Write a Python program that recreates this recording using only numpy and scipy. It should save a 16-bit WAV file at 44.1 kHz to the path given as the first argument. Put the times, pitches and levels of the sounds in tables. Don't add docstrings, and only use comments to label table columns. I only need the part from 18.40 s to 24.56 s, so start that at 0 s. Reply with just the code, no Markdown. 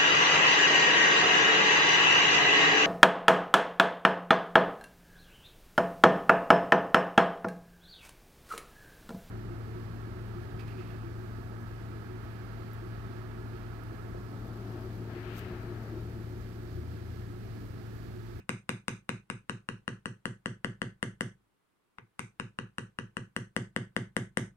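import sys
import numpy as np
from scipy import signal
from scipy.fft import rfft, irfft
from scipy.io import wavfile
from scipy.ndimage import uniform_filter1d

SR = 44100
rng = np.random.default_rng(int(sys.argv[2]) if len(sys.argv) > 2 else 0)


def wav_record(signal):
    frames = np.transpose(np.atleast_2d(signal))
    bounded = np.clip(frames, -1, 1)
    quanta = np.round(bounded * 32767).astype(np.int16)
    wavfile.write(sys.argv[1], SR, quanta)


N = 271656
SIZE, LEAD = 16384, 128
HZ = np.fft.rfftfreq(SIZE, 1 / SR)
T = np.arange(SIZE) / SR


def gain_of(db):
    return 10 ** (np.asarray(db) / 20)


def eq_curve(points, hz):
    point_hz, *columns = np.transpose(points)
    return np.array([np.interp(np.log(hz + 1), np.log(point_hz), db) for db in columns])


def minimum_phase(db):
    log_gain = np.log(gain_of(np.concatenate([db, db[:, -2:0:-1]], axis=1)))
    return np.exp(np.conj(signal.hilbert(log_gain)))[:, :len(HZ)]


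def delay(seconds):
    return np.exp(-2j * np.pi * HZ * seconds)


def place(mix, onset_s, spectrum):
    sound = irfft(spectrum * delay(LEAD / SR))
    at = round(onset_s * SR) - LEAD
    part = mix[:, max(at, 0):max(at + SIZE, 0)]
    part += sound[:, max(-at, 0):][:, :part.shape[1]]


def groove(onset_s, strength_db, pack_ms_per_s=.034, pack_ms_per_force=.085, wobble_ms=.084):
    # start in seconds, base gap on fresh leather in ms,
    # seconds the tool takes to seat.
    runs = [(0., .745, 1.03), (3.58, .73, .39)]
    start_s, fresh_ms, seat_s = ([run for run in runs if run[0] <= onset_s] or runs)[-1]
    age_s = max(onset_s - start_s, 0)
    shake = min(gain_of(strength_db + 3), 1)
    wobble = shake / (1 + (age_s / seat_s) ** 6)
    packed_ms = fresh_ms - pack_ms_per_s * age_s - pack_ms_per_force * (gain_of(strength_db) - 1)
    return packed_ms + wobble_ms * wobble, wobble


def double_knock(strength_db, tick_db, gap_ms, wobble, soft_hz=3700, tick_hz=6300, air_hz=12500):
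    force = gain_of(strength_db)
    second_db = 2.3 - 5.5 * force ** 2
    soft = 1 / (1 + (HZ / soft_hz) ** 4)
    stop = delay(gap_ms / 1000)
    lows = soft * (1 + gain_of(second_db) * stop)
    highs = (1 - soft) * (stop + .47 * wobble)
    tilt_db_per_octave = -2.5 + 5.7 * (force - 1) + 3.5 * wobble
    bright_db = tilt_db_per_octave * np.log2(1 + (HZ / 2000) ** 2) / 2
    shelf_db = tick_db * HZ ** 4 / (HZ ** 4 + tick_hz ** 4)
    return (lows + highs) * gain_of(bright_db + shelf_db + .22 * wobble) / (1 + (HZ / air_hz) ** 8)


def grip(above_hz=3000):
    knots_hz = np.linspace(0, SR / 2, num=32)
    ripple_db = 1.8 * np.interp(HZ, knots_hz, rng.standard_normal(len(knots_hz)))
    return minimum_phase((ripple_db * HZ ** 2 / (HZ ** 2 + above_hz ** 2))[None])


def steel_tool(level_db=-1.15, hold_hz=1900, hold_q=.44, right_lag_ms=.14):
    # frequency in Hz, relative left and right levels in dB.
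    tone = [(51, -36.5, -22.5), (788.4, 3, -10), (1123, 5.5, 5), (1690, 10, -10.5), (2044, 12.5, -0.5),
            (2390, -4, -28.5), (2892, 7.5, 4), (3180, -4.5, -17), (4930, -12.5, -12), (5684, -10.5, -14.5),
            (7440, -43.5, -15.5), (8240, -3.5, -1.5), (10300, -8.5, -49.5), (10470, -20.5, -45.5)]
    detune = hold_q * ((HZ + 1) / hold_hz - hold_hz / (HZ + 1))
    all_pass = (1 - 1j * detune) / (1 + 1j * detune)
    arrival = np.array([delay(0), delay(right_lag_ms / 1000)])
    return gain_of(level_db) * all_pass * minimum_phase(eq_curve(tone, HZ)) * arrival


def slab_thud(right_db=-4):
    # frequency in Hz, level in dB, seconds to the crest.
    modes = [(196.7, -29, 0.0028), (470, -34.5, 0.0024)]
    heave = sum(gain_of(db) * T / crest * np.exp(1 - T / crest) * np.cos(2 * np.pi * hz * T)
                for hz, db, crest in modes)
    return rfft(heave * gain_of([[0], [right_db]]))


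def heft(strength_db):
    octaves = np.log2(np.clip(HZ, 90, 450) / 200)
    return gain_of(strength_db * (1.5 + .53 * octaves))


def ring(modes, build_s):
    waves = sum(np.sign(polarity) * gain_of(db - 60 * T / t60) * np.sin(2 * np.pi * hz * T)
                for hz, db, t60, polarity in modes)
    return rfft(waves * (1 - np.exp(-(T / build_s) ** 2)))


def bench_rings(left_db=1.5, right_db=-1.5):
    # frequency in Hz, relative level in dB, t60 in seconds, polarity.
    modes = [(53, -63, 1, 1), (494, -48, .16, -1), (528, -64, .38, 1), (940, -54, .1, 1),
             (1176, -47.5, .13, -1), (1275, -56, .14, 1), (1420, -53, .11, -1), (1519, -53, .32, 1),
             (1610, -44, .11, -1), (1698, -51, .19, -1), (1953, -47.5, .16, 1), (3010, -60, .1, 1),
             (3088, -58, .15, -1)]
    return ring(modes, build_s=.0072) * gain_of([[left_db], [right_db]])


def bench_rumble(level_db=-63.5, below_hz=45, t60=.54, attack_s=.0067):
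    shake = irfft(rfft(rng.standard_normal((2, SIZE))) / (1 + (HZ / below_hz) ** 4))
    envelope = gain_of(level_db - 60 * T / t60) * (1 - np.exp(-T / attack_s))
    return rfft(envelope * shake / shake.std())


def reflections(t60=.43, fade_s=.14, wall_s=.0105, wall_width_s=.0022):
    decay = gain_of(-60 * T / t60 - 9.1 * (T / fade_s) ** 3) * (T > .002)
    wall = 1 + 1.3 * np.exp(-((T - wall_s) / wall_width_s) ** 2)
    taps = rng.standard_normal((2, SIZE)) * (rng.random((2, SIZE)) < .3) * decay * wall
    return rfft(taps / np.linalg.norm(taps, axis=1, keepdims=True))


def room_wash(steady_echoes, level_db=-1.27, reshuffle_hz=7000):
    # frequency in Hz, relative left and right levels in dB.
    tone = [(230, -9, -6), (388, 3, -6.5), (700, -2.5, -0.5), (1150, -4.5, -13.5), (1700, -3, -1),
            (2117, 1, -1), (2290, -15.5, -7), (2900, -6, -7.5), (3230, -14.5, -12), (3900, -14, -15.5),
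            (5020, -25.5, -18.5), (6220, -20, -10.5), (6640, -39.5, -15.5), (8600, -11, -15.5),
            (11140, -28, -39)]
    fresh_share = HZ / (HZ + reshuffle_hz)
    echoes = np.sqrt(1 - fresh_share) * steady_echoes + np.sqrt(fresh_share) * reflections()
    return gain_of(level_db) * minimum_phase(eq_curve(tone, HZ)) * echoes


def shank(wobble, gap_ms, cycles_per_gap=1.92, width_hz=140, ring_db=7.0):
    ring_hz = cycles_per_gap * 1000 / gap_ms
    return minimum_phase(wobble * ring_db / (1 + ((HZ[None] - ring_hz) / width_hz) ** 2))


def room_boom(right_db=1):
    # frequency in Hz, relative level in dB, t60 in seconds, polarity.
    modes = [(109, -46, .48, -1), (112, -33, .28, -1), (126, -38, .28, -1), (131, -28, .21, -1),
             (143, -51, .33, 1), (163, -45, .28, 1), (171, -26, .1, -1), (177, -43, .27, 1),
             (187, -30, .19, -1), (189, -31, .22, 1), (201, -59, .5, -1), (208, -49, .42, 1),
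             (226, -26, .13, 1), (265, -30, .12, 1), (288, -31, .1, -1), (323, -39, .15, -1),
             (346, -41, .19, 1), (377, -38, .17, -1)]
    return ring(modes, build_s=.042) * gain_of([[0], [right_db]])


def mallet():
    # start in seconds, strength in dB, boost or cut of the steel's tick in dB.
    blows = [(-0.105, 3, -12.5), (0.0925, 2, -9), (0.2922, 2.02, -6.5), (0.4817, 1.08, -1.5),
             (0.6919, 1.58, -9.5), (0.9002, -1.25, 0.5), (1.0958, 0, -2.5), (1.2881, -1.07, 0.5),
             (1.4788, 0.24, -1.5), (1.6571, -0.64, 3), (1.8553, 1.2, 2), (2.0586, 1.5, -2.5),
             (2.2457, 2.2, -4), (2.4175, 1.9, -3.5), (2.628, 2.33, 1), (2.8084, 2.5, 2),
             (3.5844, -13, -3.5), (3.793, -3.5, 6), (3.9984, -1.22, -1), (4.1878, -1.25, -2),
             (4.383, -1.4, 7), (4.5874, -1.5, 1), (4.7687, -0.46, 1.5), (4.9641, 1.36, 3.5),
             (5.1646, 4, -4.5), (5.363, 3.5, -7), (5.5649, 4, -7), (5.7659, 4.5, -3), (5.972, 5, -2.5)]
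    direct, rings, steady_echoes = steel_tool(), bench_rings(), reflections()
    body = slab_thud() + room_boom()
    mix = np.zeros((2, N))
    for onset_s, strength_db, tick_db in blows:
        gap_ms, wobble = groove(onset_s, strength_db)
        wash = room_wash(steady_echoes) * shank(wobble, gap_ms)
        knock = double_knock(strength_db, tick_db, gap_ms, wobble) * grip() * (direct + wash)
        bass = heft(strength_db) * (body + bench_rumble())
        place(mix, onset_s, gain_of(.98 * strength_db) * (knock + rings) + bass)
    return mix


def room_tone(level_db=-72, shared=.31):
    # frequency in Hz, relative noise density in dB.
    tone = [(25, -17), (300, -10), (400, -11.5), (600, -19), (1100, -15.5), (3500, -27.5), (6000, -34.5),
            (10000, -31), (11300, -35.5), (16000, -37.5)]
    noise = rng.standard_normal((3, N))
    colour = gain_of(eq_curve(tone, np.fft.rfftfreq(N, 1 / SR)))
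    hush = irfft(rfft(noise[:2] + shared * noise[2]) * colour, N)
    return gain_of(level_db) * hush / hush.mean(0).std()


def suppress_noise(sound, depth_db=8.5, threshold_db=8.0, knee_db=6.0):
    bands = signal.stft(sound, nperseg=512, noverlap=384)[2]
    power = uniform_filter1d((abs(bands) ** 2).mean(0), size=7, axis=0)
    power = uniform_filter1d(power, size=3, axis=1)
    level_db = 10 * np.log10(abs(power) + 1e-20)
    floor_db = np.percentile(level_db, 10, axis=1, keepdims=True)
    shut = .5 + .5 * np.tanh((floor_db + threshold_db - level_db) / knee_db)
    return signal.istft(bands * gain_of(-depth_db * shut), nperseg=512, noverlap=384)[1][:, :N]


def scene():
    return mallet() + room_tone()


def record(dry):
    high_cut = signal.firwin(255, 16400, window=("kaiser", 9), fs=SR)
    return signal.oaconvolve(suppress_noise(dry), high_cut[None], "same")


dry = scene()
out = record(dry)
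wav_record(out)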